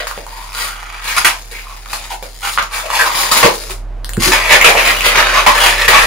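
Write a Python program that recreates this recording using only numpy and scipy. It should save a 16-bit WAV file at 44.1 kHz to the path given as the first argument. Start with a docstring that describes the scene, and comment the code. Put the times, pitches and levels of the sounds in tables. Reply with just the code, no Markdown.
"""Long balloon, twisted and folded

Two hands twist and fold a long latex balloon close to a microphone in a small room.
The rubber sticks and slips: trains of tiny slips creak through the taut skin and the air inside.
Single snaps are larger slips, lurches are dense runs that overload the microphone,
and soft bumps set decaying modes of the whole tube swinging. A machine hums low behind, under room air.
"""
import sys
import numpy as np
from scipy import signal
from scipy.fft import rfft, irfft
from scipy.io import wavfile
from scipy.ndimage import uniform_filter1d

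SR = 44100
rng = np.random.default_rng(int(sys.argv[2]) if len(sys.argv) > 2 else 0)


def generate_wav(sig):
    """Save sig (samples, or channels by samples) to the path in sys.argv[1] as 16-bit PCM at SR."""
    pcm = np.round(np.clip(np.atleast_2d(sig).T, -1, 1) * 32767).astype(np.int16)
    wavfile.write(sys.argv[1], SR, pcm)


N = 267246
TIME = np.arange(N) / SR

# level of the hum: start_s, level_db
HUM_SWELL = [(0, -36), (3.3, -37), (3.55, -35), (3.8, -27), (4.2, -25), (4.6, -29), (6.06, -27)]
# lines of the hum, relative to its level: pitch_hz, level_db
HUM_LINES = [(37.8, 2.5), (100.5, -14.5)]
# colour of the room air: frequency_hz, relative level_db per Hz
AIR_COLOUR = [(30, -3), (100, -2.5), (200, -7.5), (700, -6), (1100, -11.5), (2000, -19), (4000, -30),
              (15000, -48)]
AIR_DB = -39.5  # air level where the hum is loudest

# creak of rubber held under tension: start_s, effort_db, sizzle_db (relative), pitch_hz
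STRAIN_CURVE = [(0, -38, -2.5, 600), (0.451, -37, 0.5, 1050), (0.729, -30.5, -8.5, 1280),
                (1.301, -31, -14, 1300), (1.408, -42, 3.5, 700), (1.82, -41, -0.5, 800),
                (2.05, -34, 0.5, 950), (2.22, -52, 5.5, 610), (2.53, -33, 7.5, 1200),
                (2.689, -42, -9, 1200), (3.12, -20.5, -4.5, 1060), (3.46, -21, -0.5, 1020),
                (3.572, -32, 7, 600), (3.731, -37, 3, 400), (3.86, -70, -5, 400), (4.16, -60, 0, 400),
                (4.36, -15, -8.5, 2000), (4.98, -19, -6, 2400), (5.251, -12, -13, 1572),
                (5.439, -19, -6, 1500), (5.75, -14.5, -10, 1900), (6.06, -15, -7, 1700)]
# the twist gives way all at once: start_s, effort_db, pitch_hz, ring share (0-1), sizzle_db (relative)
LURCH_EVENTS = [(0, -16.5, 720, 0.23, -15), (0.068, -23.5, 1160, 0, 0.5), (1.164, -7, 1280, 0.01, -3),
                (1.245, -2.5, 1865, 0.01, -5), (1.512, -33, 427, .5, 3.5), (1.929, -21, 830, 0.19, 0),
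                (2.225, -27.5, 504, 0.32, -2), (2.585, -12.5, 1184, 0, -23), (3.312, -11.5, 1130, 0.7, 4),
                (3.427, 0.5, 1070, 0.32, -14), (4.318, -2, 1568, 0, -9), (4.642, 4.5, 2230, 0.3, -12),
                (5.462, 2.5, 1062, 0.61, -14), (5.879, -1, 2040, 0, -7.5)]
# single large slips: start_s, level_db (before a shared gain), pitch_hz, sizzle_db (relative to the ring)
SNAP_EVENTS = [(.070, -13.5, 1270, 1), (0.112, -13.5, 1200, 1), (0.177, -13, 520, -9),
               (.266, -19.5, 885, 5), (1.86, -22.5, 1260, -3), (1.933, -13.5, 1090, 6),
               (2.226, -16, 600, -1), (2.576, -1, 1270, -24), (2.585, -2, 1310, -21),
               (2.59, -12, 1230, -15), (2.626, -13, 1150, 13.5), (2.903, -7.5, 1040, -3),
               (3.699, -20, 955, 9), (4.046, -26.5, 1640, 21.5), (4.093, -21, 1680, 16.5),
               (4.135, -31, 1520, 26), (4.169, -16, 1500, 8), (4.613, 10, 2096, 1), (4.753, 1, 709, 3),
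               (5.008, -2, 2480, 0)]
# a pinched patch of skin sings out: start_s, length_s, effort_db, pitch_hz
SQUEAK_EVENTS = [(0.266, 0.22, -30, 1016), (1.5, .13, -28.5, 2250), (1.629, 0.14, -32, 1030),
                 (2.094, 0.059, -20.5, 920), (2.823, 0.071, -24, 624), (2.979, .07, -9.5, 1600),
                 (3.04, .06, -13, 1137), (3.435, .04, -7, 460), (4.244, .07, -17, 352),
                 (4.678, 0.035, -6, 767), (5.535, 0.072, -15, 1300)]
# turns of the hand, each a creak that swells and ebbs:
# start_s, length_s, effort_db, pitch_hz, sizzle_db (relative)
STROKE_EVENTS = [(0.517, 0.18, -21, 1330, 0), (1.011, 0.17, -20, 2140, -1), (1.884, 0.1, -27.5, 839, 0.5),
                 (2.415, 0.093, -17.5, 1388, -6), (2.701, 0.12, -18.5, 1370, -3),
                 (2.886, .15, -14, 1084, -4), (3.118, 0.15, -17, 1100, 2.5),
                 (3.307, 0.12, -11.5, 1103, 0.5), (3.689, 0.037, -24.5, 415, 1),
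                 (4.191, 0.12, -13, 2063, 2), (4.489, 0.076, 0.5, 2030, -11.5),
                 (4.747, 0.075, -8.5, 1990, -13), (4.827, .1, -9, 2200, -7), (5.021, 0.088, -8, 2572, -6),
                 (5.135, 0.084, -5.5, 1390, -12), (5.329, 0.098, -8, 1170, -14),
                 (5.571, 0.15, -7, 2554, -6.5), (5.891, 0.12, -3, 1282, -14.5)]
# bumps of the whole tube: start_s, level_db, hardness as tilt (dB per octave)
BUMP_EVENTS = [(3.444, -3.5, 4), (4.176, -1.5, -9), (4.274, -10, -1)]

# colour of a slip in the skin: frequency_hz, relative level_db
SKIN_COLOUR = [(200, -42.5), (500, -3), (800, 0), (1100, 4.5), (1600, 3), (2300, 4.5), (3200, -1.5),
               (4800, -9), (6500, -12.5), (12000, -73.5)]
# colour of a slip in the whole tube: frequency_hz, relative level_db
BOOM_COLOUR = [(50, -19.5), (130, -11.5), (250, -14), (380, -1), (600, 10.5), (850, -4.5), (1600, -38)]
# colour of a slip at the rubbing contact: frequency_hz, relative level_db
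SIZZLE_COLOUR = [(1500, -10), (3500, 2.5), (5000, 4), (6000, -2.5), (7000, 3.5), (8000, -4), (9500, 2.5),
                 (12000, -2), (13000, -6.5), (15500, -3.5)]
# how strongly slips shake the whole tube, more once folded and gripped: start_s, level_db (re effort)
BOOM_SWELL = [(0, -23.5), (3.35, -11), (3.44, -8), (4.25, -13.5), (4.55, -8.5), (5.25, -10), (5.5, -10.5)]
# modes of the whole tube: pitch_hz, level_db (before hardness tilt), fade_s (time to 1/e)
TUBE_RESONANCES = [(142, -8.5, 0.0064), (200, -1, 0.0067), (335, -3, .016)]

# room decay: frequency_hz, t60_s (before the early and tail envelopes)
ROOM_DECAY = [(150, 0.24), (600, 0.31), (2000, 0.18), (6000, 0.25), (14000, 0.18)]
# colour difference between the microphone's two ports: frequency_hz, left minus right level_db
PORT_COLOUR = [(60, -2.5), (700, 0.5), (1300, -1.5), (2400, -1.5), (4400, 7), (8000, 1.5), (14000, 0.5)]

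RISE_SHARE = .47  # the part of a swell spent pressing harder
BEND_OCTAVES = .15  # the ring climbs this far from a slack to a full press
LURCH_ATTACK_S, LURCH_FADE_S, LURCH_SHAPE = .001, .036, 1.25
PATHS_PER_S = 4  # how often the turning balloon offers the ports a new path
EDGE_HZ = 15750  # upper band limit


def amp(db):
    """Decibels to linear gain."""
    return 10 ** (np.asarray(db) / 20)


def evened(x):
    """Scale the whole sound to unit power."""
    return x / np.sqrt(np.mean(x ** 2) + 1e-20)


def steadied(x, size=1100):
    """Unit power from moment to moment, single slips left standing."""
    power = uniform_filter1d(uniform_filter1d(x ** 2, size), size)
    return x / np.sqrt(abs(power) + 1e-12)


def read(points, hz):
    """Read a table of values along a logarithmic frequency axis."""
    f, value = np.transpose(points)
    return np.interp(np.log(hz + 1), np.log(f + 1), value)


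def add(mix, s, sound):
    """Lay a sound into the mix, starting at s seconds."""
    part = mix[max(round(s * SR), 0):][:len(sound)]
    part += sound[:len(part)]


def colour(x, spectrum, size=4096):
    """Causal, minimum-phase filter of unit energy with the given spectrum."""
    hz = abs(np.fft.fftfreq(size, 1 / SR))
    log_gain = np.log(amp(read(spectrum, hz)))
    kernel = np.fft.ifft(np.exp(np.conj(signal.hilbert(log_gain)))).real[:size // 2]
    return signal.oaconvolve(x, kernel / np.linalg.norm(kernel))[:len(x)]


def resonate(x, hz, width_hz):
    """A resonance of gain 1 that can follow a pitch curve."""
    turn = np.exp(2j * np.pi * np.cumsum(hz * np.ones(len(x))) / SR)
    r = np.exp(-np.pi * width_hz / SR)
    # shift the ring down to zero frequency, smooth it there, shift it back
    smooth = signal.lfilter([1 - r], [1, -r], x / turn + 1e-18)
    return 2 * (turn * smooth).real


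def wander(n, per_s):
    """Straight lines between random points of unit spread, per_s points a second."""
    return np.interp(np.arange(n) * per_s / SR, np.arange(n), rng.standard_normal(n))


def background(waver_db=-1.1, air_follows=0.75):
    """A low machine hum of wavering sine lines that swells, and filtered-noise room air with it."""
    level_db = np.interp(TIME, *np.transpose(HUM_SWELL))
    lines = 0
    for hz, db in HUM_LINES:
        level = amp(db + waver_db * wander(N, 5.4))
        lines = lines + level * np.sin(2 * np.pi * hz * TIME + 0.24 * wander(N, 5.9))
    shared, left, right = (colour(noise, AIR_COLOUR) for noise in rng.standard_normal((3, N)))
    air = evened(shared + 0.52 * np.array([left, right]))
    air *= amp(AIR_DB + air_follows * (level_db - level_db.max()))
    return np.sqrt(2) * lines * amp(level_db) + air


def slips(rate, jitter=.45, spread_db=3.0, first=70):
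    """Stick and slip: after a first full slip, strain builds unevenly and lets go in uneven clicks."""
    n = len(rate)
    built_up = np.cumsum(rate * np.exp(jitter * wander(n, 120))) / SR
    lets_go = np.diff(np.floor(built_up), prepend=0) > 0
    clicks = lets_go * amp(spread_db * np.clip(wander(n, 400), -2, 2))
    return clicks + signal.unit_impulse(n, first)


def peel(clicks, fade_s, grit, size=500):
    """Each slip tears loose in a click and a short spray of finer ones."""
    fade = np.exp(-np.arange(size) / SR / fade_s)
    spray = signal.oaconvolve(clicks, fade)[:len(clicks)]
    return clicks + grit * spray * rng.standard_normal(len(clicks))


def rub(start, press, effort_db, hz, share, sizzle_db, slips_per_s=400, hurry=.026,
        ring_damping=0.29, skin_db=-1):
    """Slips drive the skin, its pinched patch, the whole tube and the contact; harder rubbing slips faster."""
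    t = start + np.arange(len(press)) / SR
    # slips_per_s holds before jitter, at 0 dB effort and full press
    clicks = slips(slips_per_s * np.exp(hurry * effort_db) * (1 + press) / 2)
    drive = peel(clicks, fade_s=0.0019, grit=0.13)

    # the pinched patch keeps changing size
    hz = hz * 2 ** (BEND_OCTAVES * (press - 1)) * np.exp(0.065 * wander(len(t), 58.6))
    width_hz = ring_damping * hz.mean()  # higher rings die sooner
    ring = steadied(resonate(resonate(drive, hz, width_hz), hz, width_hz))
    skin = steadied(colour(drive, SKIN_COLOUR))
    boom = steadied(colour(drive, BOOM_COLOUR))
    sizzle = steadied(colour(peel(clicks, fade_s=0.0023, grit=0.54), SIZZLE_COLOUR))

    sound = np.sqrt(share) * ring + np.sqrt(1 - share) * amp(skin_db) * skin
    sound += amp(np.interp(t, *np.transpose(BOOM_SWELL))) * boom
    sound += amp(sizzle_db) * sizzle
    return start, amp(effort_db) * press * sound


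def strain(share=0.15, catch_db=2.5, catches_per_s=35):
    """The creak of rubber held under tension, which catches and frees unevenly."""
    s, *columns = np.transpose(STRAIN_CURVE)
    effort_db, sizzle_db, hz = (np.interp(TIME, s, c) for c in columns)
    effort_db = effort_db + catch_db * wander(N, catches_per_s)
    return rub(0, np.ones(N), effort_db, hz, share, sizzle_db)


def lurch(s, effort_db, hz, share, sizzle_db, size=8000):
    """A dense run of slips that starts at once and dies as the strain is spent."""
    t = np.arange(size) / SR
    press = np.minimum(t / LURCH_ATTACK_S, 1) * np.exp(-(t / LURCH_FADE_S) ** LURCH_SHAPE)
    return rub(s, press, effort_db, hz, share, sizzle_db)


def snap(s, db, hz, sizzle_db, ring_width_hz=600, skin_db=-5, gain_db=3, size=2000):
    """One large slip: a few cycles of the skin and a tick."""
    click = signal.unit_impulse(size)
    ring = resonate(resonate(click, hz, ring_width_hz), hz, ring_width_hz)
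    skin = colour(click, SKIN_COLOUR)
    tick = colour(peel(click, fade_s=0.00047, grit=0.31), SIZZLE_COLOUR)
    ring, skin, tick = (x / abs(x).max() for x in (ring, skin, tick))
    return s, amp(db + gain_db) * (ring + amp(skin_db) * skin + amp(sizzle_db) * tick)


def squeak(s, length_s, effort_db, hz, share=0.65, sizzle_db=-7):
    """The swell of a stroke, with most of its force going into the pinched patch."""
    return stroke(s, length_s, effort_db, hz, sizzle_db, share)


def stroke(s, length_s, effort_db, hz, sizzle_db, share=0.12):
    """The hand presses harder up to a crest, then eases off, to 1/e at length_s."""
    t = np.arange(0, 2 * length_s, 1 / SR)
    swell_s = length_s * RISE_SHARE
    rise = np.minimum(t / swell_s, 1) ** .8
    ease = np.exp(-(np.maximum(t - swell_s, 0) / (length_s - swell_s)) ** 2)
    return rub(s, rise * ease, effort_db, hz, share, sizzle_db)


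def bump(s, db, tilt_db, size=8000):
    """A soft blow swings the whole tube for a few cycles; a harder one favours the upper modes."""
    t = np.arange(size) / SR
    swing = np.zeros(size)
    for hz, mode_db, fade_s in TUBE_RESONANCES:
        octaves = np.log2(hz / TUBE_RESONANCES[1][0])  # from the second mode
        swing += amp(mode_db + tilt_db * octaves) * np.sin(2 * np.pi * hz * t) * np.exp(-t / fade_s)
    return s, amp(db) * swing * (1 - np.exp(-t / 0.0011))  # soft onset


def air_column(x, pitch_hz=159, reflection=0.39, dull_hz=2500):
    """Sound runs to and fro along the air inside the tube, duller each trip: returns the echoes alone."""
    hz = np.fft.rfftfreq(2 * N, 1 / SR)
    trip = reflection * np.exp(-2j * np.pi * hz / pitch_hz) / (1 + (hz / dull_hz) ** 2)
    return irfft(rfft(x, 2 * N) * trip / (1 - trip))[:N]  # all trips summed


def room(x, lag, direct_db=-5, early_db=-4.0, tail_db=-6, early_s=0.0043, shared_hz=500):
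    """Direct sound (lag samples later at one port), quick echoes from hands and chest, then the tail."""
    t = np.arange(SR // 2) / SR
    taps = rng.choice([-1., 1.], (2, len(t))) * (rng.random((2, len(t))) < .15)
    hz, at, z = signal.stft(taps, SR, nperseg=256)
    same = (1 / (1 + (hz / shared_hz) ** 2))[:, None]  # bass is alike at both ports
    z[1] = same * z[0] + np.sqrt(1 - same ** 2) * z[1]
    decay = amp(-60 * at / read(ROOM_DECAY, hz)[:, None])
    echoes = signal.istft(z * decay, SR, nperseg=256)[1][:, :len(t)]

    early = echoes * np.exp(-t / early_s) * (t > .0005)
    tail = echoes * np.clip(t / 0.0065 - .5, 0, 1)  # builds up after the first echoes
    response = np.zeros((2, len(t)))
    for db, part in ((early_db, early), (tail_db, tail)):
        response += amp(db) * part / np.linalg.norm(part, axis=1, keepdims=True)
    response[[0, 1], [max(lag, 0), max(-lag, 0)]] += amp(direct_db)
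    return signal.fftconvolve(x[None], response, axes=1)[:, :N]


def turning(x, count):
    """Hands a lasting sound on from one path to the next, in equal-power crossfades."""
    place = (TIME * PATHS_PER_S - np.arange(count)[:, None] + 1) % count
    return x * np.sqrt(np.maximum(1 - abs(place - 1), 0))


def scene(tube_db=-5, snap_direct_db=-3, count=13):
    """The balloon turns in the hands, so successive sounds take different paths; snaps share one."""
    paths = turning(strain()[1], count)
    snaps = np.zeros(N)
    sources = ((lurch, LURCH_EVENTS), (squeak, SQUEAK_EVENTS), (stroke, STROKE_EVENTS), (bump, BUMP_EVENTS))
    for source, table in sources:
        for k, row in enumerate(table):
            add(paths[k % count], *source(*row))
    for row in SNAP_EVENTS:
        add(snaps, *snap(*row))

    skin = sum(room(x, lag=k % 7 - 3) for k, x in enumerate(paths))
    skin += room(snaps, lag=1, direct_db=snap_direct_db, early_db=-8.0, tail_db=-4.0)
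    tube = room(air_column(paths.sum(0) + snaps), lag=0)
    return skin + amp(tube_db) * tube + background()


def record(dry, ceiling=0.99):
    """The microphone: port colour, overload as hard clipping at the ceiling, then the band limit."""
    difference_db = read(PORT_COLOUR, np.fft.rfftfreq(N, 1 / SR))
    tilt = amp(np.array([[.5], [-.5]]) * difference_db)  # half to each port
    heard = np.clip(irfft(rfft(dry) * tilt, N), -ceiling, ceiling)
    low_pass = signal.firwin(511, EDGE_HZ, window=("kaiser", 8), fs=SR)
    return signal.oaconvolve(heard, low_pass[None], "same")


dry = scene()
out = record(dry)
generate_wav(out)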